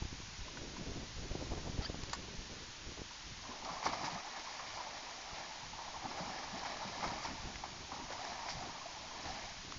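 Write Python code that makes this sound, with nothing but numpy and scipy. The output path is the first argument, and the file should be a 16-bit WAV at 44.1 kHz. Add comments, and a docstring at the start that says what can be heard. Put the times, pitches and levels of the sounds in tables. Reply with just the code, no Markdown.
"""Wind buffets the microphone over a steady hiss, and a few drips fall where a horse stands in a pond.
The rider settles into the saddle: leather squeaks by stick-slip friction, and buckles click and ring.
Then the horse wades off. Its legs churn air into the water, each bubble ringing at its own resonance,
and its hooves plunge in, opening hollow cavities and throwing up spray."""
import sys
import numpy as np
from scipy import signal
from scipy.fft import rfft, irfft, next_fast_len
from scipy.io import wavfile

SR = 44100
rng = np.random.default_rng(int(sys.argv[2]) if len(sys.argv) > 2 else 0)


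def wav_record(signal):
    """Record a signal, one row per channel, as 16-bit PCM in the file named by sys.argv[1]."""
    frames = np.transpose(np.atleast_2d(signal))
    bounded = np.clip(frames, -1, 1)
    # unit amplitude maps onto the largest positive 16-bit level
    quanta = np.round(bounded * 32767).astype(np.int16)
    wavfile.write(sys.argv[1], SR, quanta)


N = 431298
TIME = np.arange(N) / SR


def from_db(db):
    """Decibels to amplitude ratio."""
    return 10 ** (np.asarray(db) / 20)


def rms_one(x):
    """Normalisation to unit rms."""
    return x / np.sqrt(np.mean(x ** 2) + 1e-20)


def in_time(rows):
    """Linear interpolation of a table's columns at every sample."""
    times, *columns = np.transpose(rows)
    return [np.interp(TIME, times, column) for column in columns]


def at_hz(spectrum, hz):
    """Gain of a spectrum, interpolated in decibels over log frequency."""
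    frequencies, db = np.transpose(spectrum)
    return from_db(np.interp(np.log(hz + 1e-3), np.log(frequencies), db))


def filtered(x, response):
    """Linear filtering: the spectrum is multiplied by a frequency response."""
    size = next_fast_len(N + SR // 10)
    return irfft(rfft(x, size) * response(np.fft.rfftfreq(size, 1 / SR)), size)[:N]


def noise(spectrum):
    """Spectral shaping of white noise; unit rms."""
    return rms_one(filtered(rng.standard_normal(N), lambda hz: at_hz(spectrum, hz)))


def drift(corner_hz):
    """Slow random fluctuation: low-passed noise of unit rms."""
    step, warm_up = 40, 2000
    pole = np.exp(-2 * np.pi * corner_hz * step / SR)
    white = rng.standard_normal(N // step + warm_up + 2)
    slow = signal.lfilter([1], [1, -2 * pole, pole * pole], white)[warm_up:]
    return np.interp(np.arange(N) / step, np.arange(len(slow)), rms_one(slow))


def uneven(fluctuation, depth_db):
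    """Random amplitude modulation: a gain of unit rms."""
    return rms_one(from_db(depth_db * fluctuation))


def ring(impulses, hz, t60):
    """Damped resonator: a unit impulse starts a decaying sine of height 1."""
    r, w = np.exp(-np.log(1000) / (t60 * SR)), 2 * np.pi * hz / SR
    return signal.lfilter([0, np.sin(w)], [1, -2 * r * np.cos(w), r * r], impulses + 1e-18)


def bursts(times, gains, decays, rise_s):
    """Envelope of transients with exponential rise and decay, each peaking at its gain."""
    out = np.zeros(N)
    for onset, gain, decay in zip(times, gains, decays):
        start, decay = int(onset * SR), max(decay, 5e-4)
        age = TIME[:min(SR // 4, N - start)]
        shape = (1 - np.exp(-age / min(rise_s, decay))) * np.exp(-age / decay)
        out[start:start + len(age)] += gain * shape / shape.max()
    return out


def swells(starts, lengths, levels_db, rise_s, fall_s):
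    """Envelope of incoherent events that build, hold and fade: overlaps add in power."""
    power = np.zeros(N)
    for start, length, db in zip(starts, lengths, levels_db):
        first = np.searchsorted(TIME, start)
        age = TIME[first:first + 2 * SR] - start
        shape = (1 - np.exp(-age / rise_s)) * np.exp(-np.maximum(age - length, 0) / fall_s)
        power[first:first + len(age)] += (from_db(db) * shape) ** 2
    return np.sqrt(power)


# background spectrum: (frequency [Hz], relative level [dB])
HISS_SPECTRUM = [(30, 8.5), (100, -9.5), (220, -0.5), (440, -3.5), (650, -1.5), (930, 4), (1250, 1),
                 (1450, 2), (2000, 2.5), (3200, 2.5), (5700, 3), (6400, 1.5), (6900, -0.5), (7400, -20.5)]
def hiss(level_db=-51):
    """Stationary broadband noise, heard as a steady hiss."""
    return from_db(level_db) * noise(HISS_SPECTRUM)


# eddy impacts: (time [s], pulse level [dB], width [s], flutter level [dB], flutter decay [s])
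BUFFETS = [(0.024, -29.5, 0.0038, -42.5, 0.0052), (0.054, -33, 0.0043, -53, 0.0044),
           (0.129, -39, 0.0027, -55, 0.0028), (0.204, -40.5, 0.0024, -52, 0.0076),
           (0.418, -39, 0.009, -59, .008), (1.03, -42, 0.0089, -50.5, 0.0098),
           (1.316, -34, 0.0072, -45, 0.0091), (1.354, -35, 0.0014, -37.5, 0.0022),
           (1.361, -41, 0.0063, -50, 0.013), (1.413, -44, .003, -42, 0.0064), (1.426, -45, .002, -42, .004),
           (1.522, -32, 0.0049, -42, 0.0091), (1.533, -39, 0.0041, -41.5, 0.0082),
           (1.58, -38, 0.0051, -43.5, 0.014), (1.675, -39, .005, -45, 0.022),
           (1.699, -30, 0.0019, -48, 0.0034), (1.783, -41, .005, -43, 0.0055),
           (1.792, -27, .0035, -53, 0.0051), (1.812, -40, .005, -40, 0.0077), (1.9, -30, 0.0019, -39, .004),
           (1.945, -36, .0012, -43, 0.0031), (2.036, -36, 0.0035, -50, 0.0087),
           (2.251, -50, 0.0023, -45, 0.0028), (2.288, -44, .002, -48, 0.0055),
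           (2.393, -37, 0.0079, -64, 0.0065), (2.894, -46, .003, -51.5, 0.0067),
           (2.919, -54, .002, -53, 0.0059), (2.978, -46, 0.0017, -48, .008),
           (2.996, -43, .002, -52, 0.0066), (3.018, -35.5, 0.0018, -49, 0.0044),
           (5.333, -41.5, 0.0032, -54, 0.011), (7.474, -40, 0.0028, -66, 0.0036)]
# turbulence around an impact: (frequency [Hz], relative level [dB])
FLUTTER_SPECTRUM = [(100, -8), (350, 4.5), (650, -1.5), (1000, -5.5), (1300, -18), (2500, -29)]
def buffets(edge_share=0.26, pulse_trim_db=-2.5):
    """An eddy at the microphone makes a bipolar pulse, pressure then suction, wrapped in turbulence."""
    out, turbulence = np.zeros(N), noise(FLUTTER_SPECTRUM)
    for time, pulse_db, width, flutter_db, flutter_s in BUFFETS:
        near = np.abs(TIME - time) < .06
        age = TIME[near] - time
        pulse = -np.tanh(age / (edge_share * width)) * np.exp(-np.abs(age) / width)
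        flutter = np.exp(-np.abs(age) / flutter_s) * turbulence[near]
        out[near] += from_db(pulse_db + pulse_trim_db) * pulse / pulse.max()
        out[near] += from_db(flutter_db) * flutter
    return out


# gusts: (start [s], length [s], rumble level [dB], rush level [dB])
GUSTS = [(0.0, 0.15, -54, -66), (0.444, 0.36, -54, -51.5), (0.8, 0.21, -50, -50),
         (1.16, 0.76, -47.3, -52.5), (1.94, 0.58, -55.5, -57), (2.498, 0.13, -55, -57),
         (2.78, 0.2, -53, -59), (3.25, 0.14, -54.5, -65), (5.613, 0.11, -53, -63),
         (6.984, 0.46, -55.5, -62.5), (8.495, 0.076, -52.5, -73), (9.256, 0.046, -50.5, -65),
         (9.645, 0.073, -57, -57)]
# light breeze between gusts: (time [s], rumble level [dB])
BREEZE = [(0, -54.5), (3.0, -58), (4.0, -63.5), (4.35, -76), (4.7, -60), (5.1, -72), (6.1, -58.5),
          (6.7, -61.5), (7.7, -57.5), (8.6, -63), (9.1, -60), (9.7, -57)]
# the two bands of wind noise: (frequency [Hz], relative level [dB])
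RUMBLE_SPECTRUM = [(12, -3), (30, -4.5), (60, -2.5), (100, -5.5), (160, -9), (300, -19.5), (800, -51)]
RUSH_SPECTRUM = [(70, -16.5), (150, 0.5), (280, 0), (450, -4), (700, -10), (1200, -26.5), (2500, -37.5)]
def wind(rise_s=0.0085, fall_s=0.056):
    """Turbulent pressure at the microphone rumbles; each gust strengthens it and adds a higher rush."""
    start, length, rumble_db, rush_db = np.transpose(GUSTS)
    breeze_db, = in_time(BREEZE)
    eddies = drift(20)
    pressure = np.hypot(from_db(breeze_db), swells(start, length, rumble_db, rise_s, fall_s))
    rumble = pressure * uneven(eddies, depth_db=3.0) * noise(RUMBLE_SPECTRUM)
    gusting = swells(start, length, rush_db, rise_s, fall_s)
    rush = gusting * uneven(eddies, depth_db=2.5) * noise(RUSH_SPECTRUM)
    return rumble + rush


# drips while the horse stands: (time [s], peak level [dB], pitch [Hz])
DRIPS = [(0.212, -49.5, 940), (0.481, -48.5, 1000), (0.571, -42.5, 1460), (0.765, -45, 975),
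         (3.109, -46.5, 924)]
# a drop's impact on the surface: (frequency [Hz], relative level [dB])
PAT_SPECTRUM = [(300, -16), (1000, 5), (2200, -5), (5000, -21)]
def drips(ring_s=0.0047, pat_s=0.0062, pat_db=-5, climb_per_s=4.0):
    """Air entrainment: a drop pats the surface and traps one bubble, whose pitch climbs as it rises."""
    out, pat = np.zeros(N), noise(PAT_SPECTRUM)
    for onset, peak_db, hz in DRIPS:
        age = TIME - onset
        bubble = np.sin(2 * np.pi * hz * age * (1 + climb_per_s * age / 2))
        out += bursts([onset], [from_db(peak_db)], [ring_s], rise_s=0.002) * bubble
        out += bursts([onset], [from_db(peak_db + pat_db)], [pat_s], rise_s=0.0026) * pat
    return out


# course of the squeak: (time [s], pitch [Hz], drive level [dB], jitter [fraction of pitch])
SQUEAK_CURVE = [(1.82, 671, -49, .04), (1.83, 655, -47, 0.079), (1.847, 648, -45, 0.047),
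                (1.85, 1570, -38, .03), (1.856, 1560, -38, .01), (1.861, 1580, -37.5, .01),
                (1.864, 1730, -42, .02), (1.872, 1760, -54, .03)]
# saddle resonances: (frequency [Hz], gain [dB])
SADDLE_RESPONSE = [(650, -9), (1000, 6), (1550, -15), (1750, 1.5), (2100, -12), (2600, -12), (3200, -9),
                   (4000, -10), (4750, -1.5), (5400, -9), (6500, -30)]
def leather_squeak(rasp=0.33):
    """Stick-slip friction: loaded leather creaks low, then high; the saddle shapes its harmonics."""
    pitch, level_db, jitter = in_time(SQUEAK_CURVE)
    phase = 2 * np.pi * np.cumsum(pitch * (1 + jitter * drift(500))) / SR
    grip = 1 + rasp * drift(400)
    on = (TIME > SQUEAK_CURVE[0][0]) & (TIME < SQUEAK_CURVE[-1][0])
    out = np.zeros(N)
    out[on] = sum(at_hz(SADDLE_RESPONSE, k * pitch[on]) * np.sin(k * phase[on]) for k in range(1, 10))
    return out * grip * from_db(level_db)


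# buckle impacts: (time [s], level [dB], contact decay [s], relative knock level [dB])
BUCKLE_CLICKS = [(2.034, -35.5, 0.0012, -9), (2.096, -40, .0033, -21), (2.1309, -29, 0.005, -2.5),
                 (2.148, -48, .002, 6)]
# contact noise: (frequency [Hz], relative level [dB])
SNAP_SPECTRUM = [(300, -13), (800, -4), (2000, 4), (3200, -5.5), (4700, 7.5), (6300, -3), (7200, -8),
                 (9000, -6)]
# modes of the saddle gear: (frequency [Hz], gain [dB], t60 [s])
GEAR_MODES = [(740, -11, 0.031), (970, 0.5, .03), (1110, -2, 0.04), (1460, -11, 0.055), (1860, -12, 0.047),
              (2060, -21, .035), (4800, -24, .02), (5260, -14, 0.018), (5510, -16, 0.013),
              (7150, -0.5, 0.0091)]
def buckles(low_cut_hz=760, rustle_s=0.017, rustle_db=-20, seat_s=0.0022, snap_db=-5.0):
    """Impact excitation: a buckle snaps and, as it seats, rings the gear's modes; the straps rustle."""
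    times, level_db, contact_s, knock_db = np.transpose(BUCKLE_CLICKS)
    contact = bursts(times, from_db(level_db), contact_s, rise_s=0.00091)
    rustle = bursts(times, from_db(level_db + rustle_db), [rustle_s] * len(times), rise_s=0.0061)
    snap = from_db(snap_db) * (contact + rustle) * noise(SNAP_SPECTRUM)
    knocks = np.zeros(N)
    knocks[((times + seat_s) * SR).astype(int)] = from_db(level_db + knock_db)
    ringing = sum(from_db(db) * ring(knocks, hz, t60) for hz, db, t60 in GEAR_MODES)
    return signal.sosfilt(signal.butter(2, low_cut_hz, "high", fs=SR, output="sos"), snap + ringing)


# air pockets dragged under by a leg: (time [s], level [dB], pitch [Hz], glide [octaves/s])
GLUGS = [(3.494, -52, 348, 3), (3.689, -52, 193, 4), (4.039, -50, 149.4, 2.5), (4.122, -49, 161, 4),
         (6.037, -45, 237, 1), (6.195, -45.5, 261.6, -7.5), (6.525, -46.5, 171, 19),
         (6.848, -45.5, 215, 3.5), (7.298, -47.5, 229, 3.5), (8.004, -51.5, 233, -1),
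         (8.549, -50.5, 127, 3.5), (9.29, -52, 146, 7)]
def glugs(decay_s=0.025, rise_s=0.02, waver=0.2, throb=0.35):
    """A large air pocket resonates low; as it deforms and breaks up, its note wavers, throbs and glides."""
    out, wobble = np.zeros(N), drift(90)
    breakup = rms_one(1 + throb * drift(70))
    for onset, level_db, hz, glide in GLUGS:
        near = (TIME > onset) & (TIME < onset + .2)
        pitch = hz * 2 ** (glide * (TIME[near] - onset)) * (1 + waver * wobble[near])
        envelope = bursts([onset], [from_db(level_db)], [decay_s], rise_s) * breakup
        out[near] += envelope[near] * np.sin(2 * np.pi * np.cumsum(pitch) / SR)
    return out


def rising_bubbles(times, gains, pitches, decay_cycles, rise_s=0.0014, climb=0.045):
    """Each bubble is a damped oscillator whose pitch climbs as it nears the surface."""
    out, age = np.zeros(N), TIME[:SR // 12]
    for onset, gain, hz, decay_s in zip(times, gains, pitches, decay_cycles / pitches):
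        start = int(onset * SR)
        shape = (1 - np.exp(-age / rise_s)) * np.exp(-age / decay_s)
        phase = 2 * np.pi * hz * age * (1 + climb * age / decay_s / 2)
        note = gain * shape / shape.max() * np.sin(phase)
        out[start:start + len(age)] += note[:N - start]
    return out


# large bubbles in the wake: (time [s], peak level [dB], pitch [Hz], decay to 1/e [cycles])
PLOPS = [(3.452, -48.5, 990, 7), (3.514, -47, 1020, 12), (3.655, -49, 727, 9), (3.676, -41, 630, 7.9),
         (3.765, -44, 1030, 9), (4.079, -37, 865, 3.3), (4.157, -42, 690, 9.8), (4.177, -45, 1194, 15),
         (4.247, -46, 775, 11), (4.273, -47, 827, 12), (4.413, -47, 854, 5.8), (4.472, -46.5, 1010, 7),
         (4.803, -47, 954, 9), (4.866, -43, 846, 9.5), (5.082, -49, 934, 7.5), (5.31, -47, 1144, 9.8),
         (5.38, -45, 840, 7), (5.509, -46.5, 830, 7.9), (5.529, -48, 856, 7), (5.614, -51, 905, 12),
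         (5.732, -41.5, 834, 6), (5.788, -47, 902, 15), (5.817, -44, 880, 8.5), (5.862, -48, 666, 7.3),
         (5.942, -46.5, 1020, 9), (5.961, -41, 850, 6), (6.04, -45, 764, 12), (6.198, -40, 620, 7.5),
         (6.222, -46, 806, 9.8), (6.32, -46, 730, 10), (6.36, -45, 740, 13), (6.39, -45, 766, 12),
         (6.436, -46.5, 870, 13), (6.545, -40.5, 653, 9.9), (6.667, -47, 910, 5.1), (6.827, -42, 868, 11),
         (7.129, -39.5, 764, 8.3), (7.376, -47, 854, 7.8), (8.019, -51, 920, 9.1), (8.145, -47, 885, 7.5),
         (8.212, -43, 757, 12), (8.299, -41, 680, 9), (8.318, -44, 850, 8.6), (8.43, -42, 853, 8.6),
         (8.461, -39.5, 693, 9), (8.61, -39.5, 700, 6.3), (8.694, -43, 890, 9), (8.814, -47, 1020, 6.5),
         (8.857, -37, 652, 5.2), (8.961, -49, 833, 14), (9.071, -51, 895, 7), (9.111, -46.5, 970, 7.3),
         (9.158, -46, 960, 10), (9.3, -42, 740, 9), (9.369, -46, 800, 12), (9.49, -51, 836, 7)]
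def plops():
    """Free oscillation of single large bubbles, which stand out of the slosh one by one."""
    times, peak_db, hz, cycles = np.transpose(PLOPS)
    return rising_bubbles(times, from_db(peak_db), hz, cycles)


# bubbles of gurgles, splashes and slosh: (pitch [Hz], relative level [dB])
BUBBLE_SPECTRUM = [(480, -18.5), (600, 1.5), (750, 2), (890, 1.5), (1050, -5), (1180, -1), (1290, -15),
                   (1400, -1)]
def gurgles(per_s=65, spread_db=5.0):
    """A sparse random process of rising bubbles, uniform in log pitch; unit rms."""
    born = rng.random(N) < per_s / SR
    lowest, highest = BUBBLE_SPECTRUM[0][0], BUBBLE_SPECTRUM[-1][0]
    hz = lowest * (highest / lowest) ** rng.random(N)[born]
    gains = at_hz(BUBBLE_SPECTRUM, hz) * from_db(spread_db * rng.uniform(-1, 1, N)[born])
    return rms_one(rising_bubbles(TIME[born], gains, hz, decay_cycles=10))


def bubble_cloud(spectrum, per_s, t60_cycles, skew_db, sizes):
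    """Superposition of randomly excited bubbles, one resonance for each size; unit rms."""
    born = np.flatnonzero(rng.random(N) < per_s / SR)
    strength = from_db(skew_db * np.minimum(rng.exponential(1, N), 4)) * rng.choice([-1, 1], N)
    size_of = rng.integers(0, sizes, N)[born]
    out = np.zeros(N)
    for size, hz in enumerate(np.geomspace(spectrum[0][0], spectrum[-1][0], sizes)):
        impulses, onsets = np.zeros(N), born[size_of == size]
        impulses[onsets] = strength[onsets]
        out += at_hz(spectrum, hz) * rms_one(ring(impulses, hz, t60_cycles / hz))
    # little is radiated below the pitch of the largest bubble
    low_cut = signal.butter(2, 0.42 * spectrum[0][0], "high", fs=SR, output="sos")
    return rms_one(signal.sosfilt(low_cut, out))


# impacts of hooves and thrown water: (time [s], bubble level [dB], coarse spray level [dB],
# fine spray level [dB], decay [s], cavity level [dB], cavity pitch [Hz])
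SPLASHES = [(3.648, -50, -50, -40.5, .0026, -48, 766), (3.688, -45, -56, -62, 0.033, -41, 1080),
            (3.828, -48, -50, -51, 0.0027, -37, 950), (3.837, -48, -47, -45.5, 0.011, -42, 980),
            (3.851, -44, -49, -46, .005, -41, 900), (3.8575, -38.5, -51, -56, 0.0047, -29, 827),
            (3.8627, -41, -45, -51, 0.0078, -29, 1070), (3.8667, -45, -46, -48, 0.004, -30.5, 950),
            (3.932, -43, -47, -49, .008, -36, 930), (4.042, -41, -44.5, -44.5, 0.016, -50, 860),
            (4.591, -46, -51, -63, 0.038, -50, 940), (4.772, -44.5, -64, -68, 0.0094, -47, 950),
            (4.803, -51, -64, -70, 0.057, -42, 970), (5.783, -48.5, -65, -64, 0.029, -47, 890),
            (6.056, -49, -67, -60, .0082, -33.5, 810), (6.111, -50, -60, -62, .0042, -42, 830),
            (6.174, -45.5, -57, -54, 0.084, -41, 780), (6.386, -46, -49, -52, 0.0099, -44, 850),
            (6.633, -49, -48, -60, .006, -41, 970), (6.649, -48, -48, -54, .046, -45, 915),
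            (6.81, -47, -64, -62, 0.018, -40, 770), (7.028, -37.5, -47, -49, 0.025, -33, 860),
            (7.038, -50, -47, -60, 0.016, -40, 970), (7.23, -59, -50, -48.5, .017, -53.5, 900),
            (7.25, -50, -53, -54, 0.006, -41, 960), (7.272, -61.5, -40, -58, .0016, -58.5, 1100),
            (7.556, -66, -41, -52, 0.0032, -65, 1110), (7.636, -44, -51, -53, 0.016, -37, 870),
            (7.917, -42.5, -59, -58, 0.0082, -43, 844), (7.942, -51, -55, -57, 0.01, -38, 835),
            (8.103, -47, -53, -59, .015, -35, 553), (8.12, -54, -47.5, -53, 0.017, -46, 730),
            (8.191, -52, -56, -61, .0078, -39, 680), (8.389, -46.5, -55, -57, .0041, -40, 880),
            (8.485, -50, -46, -44, 0.029, -46, 910), (9.282, -56, -65, -54, 0.021, -47, 890),
            (9.439, -52, -56, -60, .003, -45, 930), (9.722, -48, -37, -43, 0.0017, -47, 1150),
            (9.742, -70, -49, -48, .0016, -64, 1100)]
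# coarse and fine drops thrown by a plunge: (pitch [Hz], relative level [dB])
COARSE_SPRAY = [(1250, -2.5), (1450, 7), (1800, 10), (2300, 9.5), (2700, -9), (3800, -7.5)]
FINE_SPRAY = [(3000, -8.5), (3900, -6.5), (4800, 8.5), (5700, 12), (6500, -8)]
def splashes(cavity_life_s=0.0063, cavity_open_s=0.0012, band_hz=(440, 6600)):
    """Cavity resonance: a plunge opens a hollow that rings until pinch-off, amid bubbles and spray."""
    times, puff_db, coarse_db, fine_db, decays, cavity_db, cavity_hz = np.transpose(SPLASHES)
    cavities = np.zeros(N)
    for start, gain, hz, decay in zip((times * SR).astype(int), from_db(cavity_db), cavity_hz, decays):
        age = TIME[:min(SR // 10, N - start)]
        pinch = np.exp(-(age / min(cavity_life_s, decay)) ** 3)
        shape = (1 - np.exp(-age / cavity_open_s)) * pinch
        cavities[start:start + len(age)] += gain * shape / shape.max() * np.sin(2 * np.pi * hz * age)
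    puffs = bursts(times, from_db(puff_db), decays, rise_s=0.0045)
    puffs *= bubble_cloud(BUBBLE_SPECTRUM, per_s=8100, t60_cycles=8, skew_db=4.0, sizes=14)
    slaps = bursts(times, from_db(coarse_db), decays, rise_s=0.00037)
    slaps *= bubble_cloud(COARSE_SPRAY, per_s=3800, t60_cycles=9.2, skew_db=-3.2, sizes=14)
    spits = bursts(times, from_db(fine_db), decays, rise_s=0.0092)
    spits *= bubble_cloud(FINE_SPRAY, per_s=9000, t60_cycles=18, skew_db=-3.5, sizes=14)
    band = signal.butter(2, band_hz, "band", fs=SR, output="sos")
    return signal.sosfilt(band, cavities + puffs + slaps + spits)


# leg sweeps: (start [s], length [s], bubbling level [dB], spray level [dB], churning level [dB])
STRIDES = [(3.418, 0.14, -52.5, -61, -62), (3.621, 0.093, -46, -52.5, -55), (3.81, 0.29, -45, -49, -54),
           (4.226, 0.5, -53.5, -53.5, -68), (4.72, 0.38, -52, -54, -65), (5.157, 0.39, -54, -55.5, -67),
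           (5.713, 0.33, -53, -59.5, -70), (6.015, 0.34, -50.5, -54, -57.5), (6.39, 0.49, -49, -51.5, -60),
           (6.865, 0.41, -47, -50, -52.5), (7.393, 0.41, -57, -63.5, -57.5),
           (7.87, 0.26, -51.5, -57, -57.5), (8.122, 0.37, -49, -52.5, -61.5),
           (8.548, 0.15, -50, -58.5, -56), (8.832, 0.43, -54, -58.5, -62), (9.13, 0.26, -57, -54, -61),
           (9.23, 0.14, -52, -53.5, -64), (9.61, 0.12, -61, -59, -54)]
# falling droplets and submerged air pockets: (pitch [Hz], relative level [dB])
DROPLET_SPECTRUM = [(1700, 9), (1900, -4), (2350, 2), (2650, -7.5), (3150, -3.5), (3550, -16), (3950, 6),
                    (4280, -12), (4650, 5), (5700, 1), (6100, -11), (6800, -15.5)]
POCKET_SPECTRUM = [(120, -6.5), (180, -4.5), (270, 4), (400, 4)]
def wading(push_s=0.029, spray_flight_s=0.018, gurgle_power_share=0.18):
    """Air entrainment by each stride: bubbles slosh, larger pockets churn lower, and spray lands later."""
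    start, length, bubbling_db, spray_db, churn_db = np.transpose(STRIDES)
    surge = drift(10.0)   # small waves break unevenly and drive all layers together
    bubbling = swells(start, length, bubbling_db, push_s, fall_s=0.18) * uneven(surge, depth_db=1.05)
    landing = start + spray_flight_s
    spraying = swells(landing, length, spray_db, push_s, fall_s=0.18) * uneven(surge, depth_db=1.46)
    churning = swells(start, length, churn_db, push_s, fall_s=0.065) * uneven(surge, depth_db=3.1)
    droplets = bubble_cloud(DROPLET_SPECTRUM, per_s=5000, t60_cycles=34, skew_db=1.8, sizes=44)
    slosh = bubble_cloud(BUBBLE_SPECTRUM, per_s=1300, t60_cycles=21, skew_db=1.0, sizes=28)
    bubbles = np.sqrt(1 - gurgle_power_share) * slosh + np.sqrt(gurgle_power_share) * gurgles()
    pockets = bubble_cloud(POCKET_SPECTRUM, per_s=300, t60_cycles=9.3, skew_db=2.0, sizes=10)
    return bubbling * bubbles + spraying * droplets + churning * pockets


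def pond_reflection(x, lag_s=0.00093, mirror=0.38, dull_hz=3200):
    """Comb filtering: the direct sound interferes with its delayed, duller reflection off the surface."""
    return filtered(x, lambda hz: 1 + mirror * np.exp(-(hz / dull_hz) ** 2 - 2j * np.pi * hz * lag_s))


def scene():
    """Superposition of water, hiss, saddle and wind, alike in both channels."""
    water = pond_reflection(wading() + splashes() + plops() + glugs())
    mono = water + hiss() + drips() + buckles() + leather_squeak() + wind() + buffets()
    return np.array([mono, mono])


def record(dry, cutoff_hz=7350):
    """Band limiting: an elliptic low-pass cuts the treble steeply."""
    return signal.sosfilt(signal.ellip(12, .1, 80, cutoff_hz, fs=SR, output="sos"), dry)


dry = scene()
out = record(dry)
wav_record(out)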